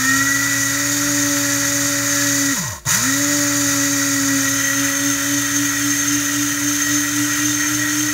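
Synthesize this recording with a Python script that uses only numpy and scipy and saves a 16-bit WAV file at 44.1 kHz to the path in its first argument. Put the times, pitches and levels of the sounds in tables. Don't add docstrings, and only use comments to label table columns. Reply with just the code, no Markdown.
import sys
import numpy as np
from scipy import signal
from scipy.fft import rfft, irfft, next_fast_len
from scipy.io import wavfile
from scipy.ndimage import uniform_filter1d, map_coordinates

SR = 44100
rng = np.random.default_rng(int(sys.argv[2]) if len(sys.argv) > 2 else 0)


def store_wav(level_fs):
    pcm = np.round(np.clip(np.atleast_2d(level_fs), -1, 1) * 32767)
    wavfile.write(sys.argv[1], SR, pcm.T.astype(np.int16))


N = 358533

MAINS_HUM_HZ = 120
SWITCH_OFF_S, SWITCH_ON_S = 2.525, 2.853
JOLT_AT_S, JOLT_WIDTH_S = SWITCH_ON_S + .02, .013
LIFT_AT_S, LIFT_LENGTH_S = 4.3, .31
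SETTLE_HZ = 56


def motor(angle, speed, share, held, stroke):
    # time in seconds, level in dB.
    unbalance = [(0, -24.5), (.12, -23.5), (.5, -29), (.85, -27.5), (1.05, -23.7), (1.33, -22.5),
                 (1.62, -26.5), (1.85, -25.5), (2.12, -27), (2.43, -22), (3.2, -22), (4.15, -23),
                 (4.38, -19.5), (4.52, -28), (4.9, -25), (8.13, -24.5)]
    # frequency in Hz, gain in dB.
    radiation = [(48, -22), (70, -21), (105, -7), (190, -6), (230, -15.5), (266, 0)]
    # side (-1 below, +1 above), relative level in dB.
    sidebands = [(-1, -23), (1, -35.5)]
    # time in seconds, level in dB.
    blade = [(0, -44.5), (.6, -39), (1.13, -31), (2.33, -32), (2.55, -40), (3.0, -39), (3.33, -28.5),
             (4.25, -35.5), (5.05, -34), (5.75, -43)]
    # multiple of the shaft speed, relative level in dB, change when held in dB.
    harmonics = [(2, 0.5, -1), (3, -14, -5.5), (4, -11, 0)]
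    depth = np.exp(-np.maximum(clock() - 7.4, 0) / .55)
    swell_db = depth * (3 * stroke + stroke ** 2) + .6 * wobble(14)
    mains = 2 * np.pi * MAINS_HUM_HZ * clock()
    ripple = whine = 0
    for side, db in sidebands:
        ripple += amp(db - 11.5 * held + 3.4 * wobble(18)) * sine(angle + side * mains + .3 * wobble(25))
    stutter_db = 2.5 * (1 - share) * wobble(45)
    shaft_gain = amp(curve(unbalance) + along(radiation, speed) + stutter_db)
    shaft = shaft_gain * (amp(swell_db) * sine(angle) + share ** 2 * ripple)
    blade_db = curve(blade) - 3 + 1.2 * stroke
    for order, db, held_db in harmonics:
        level_db = blade_db + db + held_db * held + (1.3 + 1.1 * held) * wobble(14)
        whine += amp(level_db) * sine(order * angle + .3 * wobble(25))
    return shaft + share ** 2.8 * whine


def powder(angle, speed, cup_toss_db, dust_toss_db, held, stroke, throw):
    # frequency in Hz, width in Hz, relative level in dB.
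    standing_modes = [(2950, 340, -17.5), (3110, 73, -15), (3745, 380, -6), (4280, 100, -12.5),
                      (4690, 330, -5), (5330, 350, -10), (5954, 770, -1.5), (6160, 105, -2),
                      (6300, 85, 1.5), (6646, 310, 2.5), (6853, 134, 4.5), (7140, 450, -3.5),
                      (7590, 160, -5)]
    held_modes = [(2810, 120, -10), (3120, 256, -5.5), (3583, 145, -4), (3820, 310, -8.5),
                  (4420, 380, -9.5), (5340, 590, -8.5), (5730, 520, -7), (6155, 330, 2), (6334, 88, 9),
                  (6670, 530, 0.5), (7060, 330, -5.5), (7580, 260, -5)]
    # time in seconds, level in dB.
    hiss = [(0, -22), (2.3, -20), (4.2, -21.3), (4.7, -22.5), (8.13, -23.5)]
    # frequency in Hz, relative spectral density in dB.
    dust_spectrum = [(1500, -40), (2600, -4), (5000, -1.5), (7800, 0), (9200, 2), (9900, 0), (10400, -4.5),
                     (11300, 0), (12300, -.5), (13600, -1.5), (15700, -1)]
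    flow = blade_passing(angle, depth_db=.5) * amp(.72 * wobble(110) + .089 * wobble(22))
    grit = flow * impacts(90 * speed, spread_db=.7)
    cup = (1 - held) * amp(-.5) * ringing(grit, standing_modes)
    cup += held * amp(.2) * ringing(grit, held_modes)
    dust = coloured(flow * impacts(130 * speed, spread_db=3), dust_spectrum)
    hiss_db = curve(hiss)
    surge_db = .6 * throw + .35 * wobble(11)
    cup_db = hiss_db - .5 + cup_toss_db + surge_db
    dust_db = -27.5 + .31 * (hiss_db - hiss_db.mean()) + dust_toss_db + .51 * surge_db
    return early_reflections(amp(cup_db) * cup + amp(dust_db) * dust, held, stroke)


def seeds(angle, speed, toss_db, held, throw):
    # frequency in Hz, width in Hz, relative level in dB.
    lid_modes = [(946, 190, -16.5), (1070, 160, -25), (1348, 152, -3), (1485, 72, -3.5), (1660, 200, -5),
                 (1892, 180, -0.5), (2065, 300, -11.5), (2394, 260, -10), (2574, 79, -12)]
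    sharp_mode = [(1899, 34, 0)]
    hits = impacts(30 * speed, spread_db=1.5) * blade_passing(angle, depth_db=2) * amp(.18 * wobble(60))
    ring = amp(-6.5 + 1.5 * held - 2.5 * throw) * ringing(impacts(9 * speed, spread_db=2.5), sharp_mode)
    finer_db = .22 * np.maximum(clock() - LIFT_AT_S, 0)
    rattle_db = -27 + toss_db - finer_db - .25 * throw + .35 * wobble(11)
    return amp(rattle_db) * (ringing(hits, lid_modes) + ring)


def lid_song(angle, speed, share, stroke):
    # time in seconds, level in dB.
    rubbing = [(0, -18.5), (.12, -13), (.3, -18.5), (.42, -16.5), (.68, -21.5), (.95, -28.5), (2.2, -26),
               (3.15, -21), (3.5, -31), (4.6, -27), (5.5, -31)]
    # multiple of the shaft speed, mode frequency in Hz, width in Hz, gain in dB.
    resonances = [(5, 1338, 110, -9), (7, 1892, 162, -0.5), (9, 2400, 110, -22), (11, 2970, 130, -22)]
    # centre in seconds, half length in seconds, level in dB.
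    squeals = [(1.52, .16, -31.5), (2.19, .09, -25)]

    def rough_harmonic(order):
        return amp(2.6 * wobble(75) - .3) * np.sin(order * angle + .5 * wobble(45))

    song = sum(amp(db) * resonance(order * speed, hz, width) * rough_harmonic(order)
               for order, hz, width, db in resonances)
    squeal = sum(amp(db) * bump(at, width) for at, width, db in squeals) * rough_harmonic(6)
    return share * amp(curve(rubbing) - 2 * stroke) * song + squeal


def stator(held, stroke):
    t = clock()
    powered = uniform_filter1d(1. * ((t < SWITCH_OFF_S) | (t > SWITCH_ON_S + .012)), size=700)
    level_db = -31 - 2.1 * held + 3 * stroke + .84 * wobble(7.8)
    return powered * amp(level_db) * np.sin(2 * np.pi * MAINS_HUM_HZ * t)


def housing(speed, share, stir, held):
    # frequency in Hz, relative spectral density in dB.
    rumble_spectrum = [(25, -33), (45, -28), (66, 2), (85, -7), (105, 1.5), (165, -4), (230, -8.5),
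                       (380, -15), (500, -13.5), (620, -4.5), (760, -19.5), (880, -18.5), (1100, -11.5),
                       (2000, -19.5)]
    # frequency in Hz, width in Hz, relative level in dB.
    body_modes = [(68.2, 9.1, 2), (172, 120, -2), (336, 87, -7), (602, 85, -1), (924, 71, 2.5),
                  (1053, 120, 2.5)]
    rumble = amp(-35 - 1.2 * held) * np.sqrt(stir) * coloured(rng.standard_normal(N), rumble_spectrum)
    slow = np.clip((.945 - share) / .12, 0, 1) * np.clip((speed - SETTLE_HZ) / 32, .05, 1)
    kick = amp(5.5) * bump(JOLT_AT_S, JOLT_WIDTH_S)
    standing = amp(-14.5) * (1 - held) * stir
    shudder = ringing(impacts(25 * speed, spread_db=1), body_modes)
    return rumble + amp(-32.5) * np.max([slow, kick, standing], axis=0) * shudder


def switch(tick_t60_s=.02, jolt_hz=138):
    since = since_restart()
    tick = (since > 0) * amp(-28 - 60 * since / tick_t60_s) * rng.standard_normal(N)
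    jolt = amp(-22) * bump(JOLT_AT_S, JOLT_WIDTH_S) * np.sin(2 * np.pi * jolt_hz * since)
    return tick + jolt


def early_reflections(x, held, stroke):
    # delay in ms, its swing with the stroke in ms, gain in dB.
    bounces = [(.95, .02, -16.5), (1.75, -0.032, -19.5), (2.38, 0.069, -15.5), (3.299, -0.039, -16),
               (4.6, .06, -14.5)]
    echoes = np.zeros(N)
    for delay_ms, swing_ms, db in bounces:
        path_ms = delay_ms + swing_ms * stroke + (.021 + .025 * held) * wobble(3)
        echoes += amp(db) * map_coordinates(x, [np.arange(N) - path_ms * SR / 1000], order=3)
    return x + echoes


def kitchen(x):
    # frequency in Hz, time to decay by 60 dB in seconds.
    decay_times = [(200, .25), (2000, 0.31), (12000, 0.053)]
    hz, t, noise = signal.stft(rng.standard_normal(SR // 3), SR, nperseg=256)
    _, tail = signal.istft(noise * amp(-60 * t / along(decay_times, hz)[:, None]), SR, nperseg=256)
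    return signal.fftconvolve(np.pad(x, (90, 0)), tail / np.linalg.norm(tail))[:N]


def faint_hum(hz=350.6):
    return amp(-56.5) * sine(2 * np.pi * hz * clock() + .4 * wobble(8))


def spin(coast_s=.18, run_up_s=.106):
    coast = np.exp(-np.clip(clock() - SWITCH_OFF_S, 0, SWITCH_ON_S - SWITCH_OFF_S) / coast_s)
    return 1 - (1 - coast) * np.exp(-(since_restart() / run_up_s) ** 1.2)


def shaking(stroke_hz=3.75, bottom_at_s=4.812):
    held = np.clip((clock() - LIFT_AT_S) / LIFT_LENGTH_S, 0, 1)
    return held, held * np.cos(2 * np.pi * stroke_hz * (clock() - bottom_at_s))


def stirring(speed, share, pick_up_s=.024):
    flying = np.clip((speed - SETTLE_HZ) / (speed / share - SETTLE_HZ), .009, 1) ** .73
    return 1 - (1 - flying) * np.exp(-since_restart() / pick_up_s)


def tosses(half_length_s=.05):
    # centre in seconds, then the rise of seeds, powder and dust in dB.
    clumps = [(.02, 2, 1, 1.5), (.15, 2.5, 1, 1), (2.935, 5, 4, 5.5), (3.06, 2.5, 0, 1), (4.68, 1, 0.5, 1),
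              (4.86, 3, .5, 1), (5.78, 0.5, -0.5, .3), (6.922, 0.5, 2, .5), (7.35, 2, 0.5, 0),
              (7.5, -1, 2, -0.5), (7.65, 3, -0.5, -1.5), (7.92, 1, 0, -0.5)]
    return sum(np.outer(rises_db, bump(at, half_length_s)) for at, *rises_db in clumps)


def blade_passing(angle, depth_db):
    return amp(depth_db * np.cos(2 * angle))


def impacts(per_second, spread_db):
    chance = np.clip(per_second / SR, 1e-4, 1)
    size = rng.standard_normal(N) * amp(spread_db * rng.standard_normal(N))
    return unit((rng.random(N) < chance) * size / np.sqrt(chance))


def resonance(hz, centre, width):
    return 1 / (1 + (2 * (hz - centre) / width) ** 2)


def ringing(x, modes):
    def response(hz):
        return np.sqrt(sum((amp(db) * resonance(hz, centre, width)) ** 2 for centre, width, db in modes))
    return unit(filtered(x, response))


def coloured(x, spectrum):
    return unit(filtered(x, lambda hz: amp(along(spectrum, hz))))


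def filtered(x, response):
    size = next_fast_len(N + SR // 2)
    return irfft(rfft(x, size) * response(np.fft.rfftfreq(size, 1 / SR)), size)[:N]


def along(points, hz):
    knots_hz, values = np.transpose(points)
    return np.interp(np.log(hz + 1), np.log(knots_hz + 1), values)


def curve(points):
    return np.interp(clock(), *np.transpose(points))


def wobble(rate):
    return map_coordinates(rng.standard_normal(N), [np.arange(N) * rate / SR], order=2, mode="wrap")


def bump(at, width):
    return np.exp(-((clock() - at) / width) ** 2)


def sine(phase):
    return np.sqrt(2) * np.sin(phase)


def amp(db):
    return 10 ** (np.asarray(db) / 20)


def unit(x):
    return x / np.sqrt(np.mean(x ** 2) + 1e-20)


def clock():
    return np.arange(N) / SR


def since_restart():
    return np.maximum(clock() - SWITCH_ON_S, 0)


def scene():
    # time in seconds, shaft speed in Hz.
    full_speed = [(0, 259.5), (.2, 273), (.45, 281), (.65, 277), (.82, 285), (1.08, 288), (1.55, 283),
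                  (2.3, 283.7), (2.52, 278), (3.0, 283), (3.33, 290), (3.7, 282.5), (4.05, 280.5),
                  (4.38, 275), (5.6, 286), (6.1, 286.5), (7.4, 293.5), (8.13, 299)]
    held, stroke = shaking()
    throw = stroke * (1 + .11 * (clock() - LIFT_AT_S))
    share = spin()
    speed = share * curve(full_speed) + 1.26 * stroke
    angle = 2 * np.pi * np.cumsum(speed * (1 + .00204 * wobble(22))) / SR
    stir = stirring(speed, share)
    seed_toss_db, cup_toss_db, dust_toss_db = tosses()
    hiss = powder(angle, speed, cup_toss_db, dust_toss_db, held, stroke, throw)
    load = stir * (hiss + seeds(angle, speed, seed_toss_db, held, throw))
    bright = load + lid_song(angle, speed, share, stroke) + switch()
    body = motor(angle, speed, share, held, stroke) + stator(held, stroke)
    body += housing(speed, share, stir, held)
    mono = bright + amp(-15) * kitchen(bright) + body + faint_hum()
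    return np.array([mono, mono])


def record(dry):
    cutoff_hz = 15740
    return np.array([filtered(channel, lambda hz: hz < cutoff_hz) for channel in dry])


dry = scene()
out = record(dry)
store_wav(out)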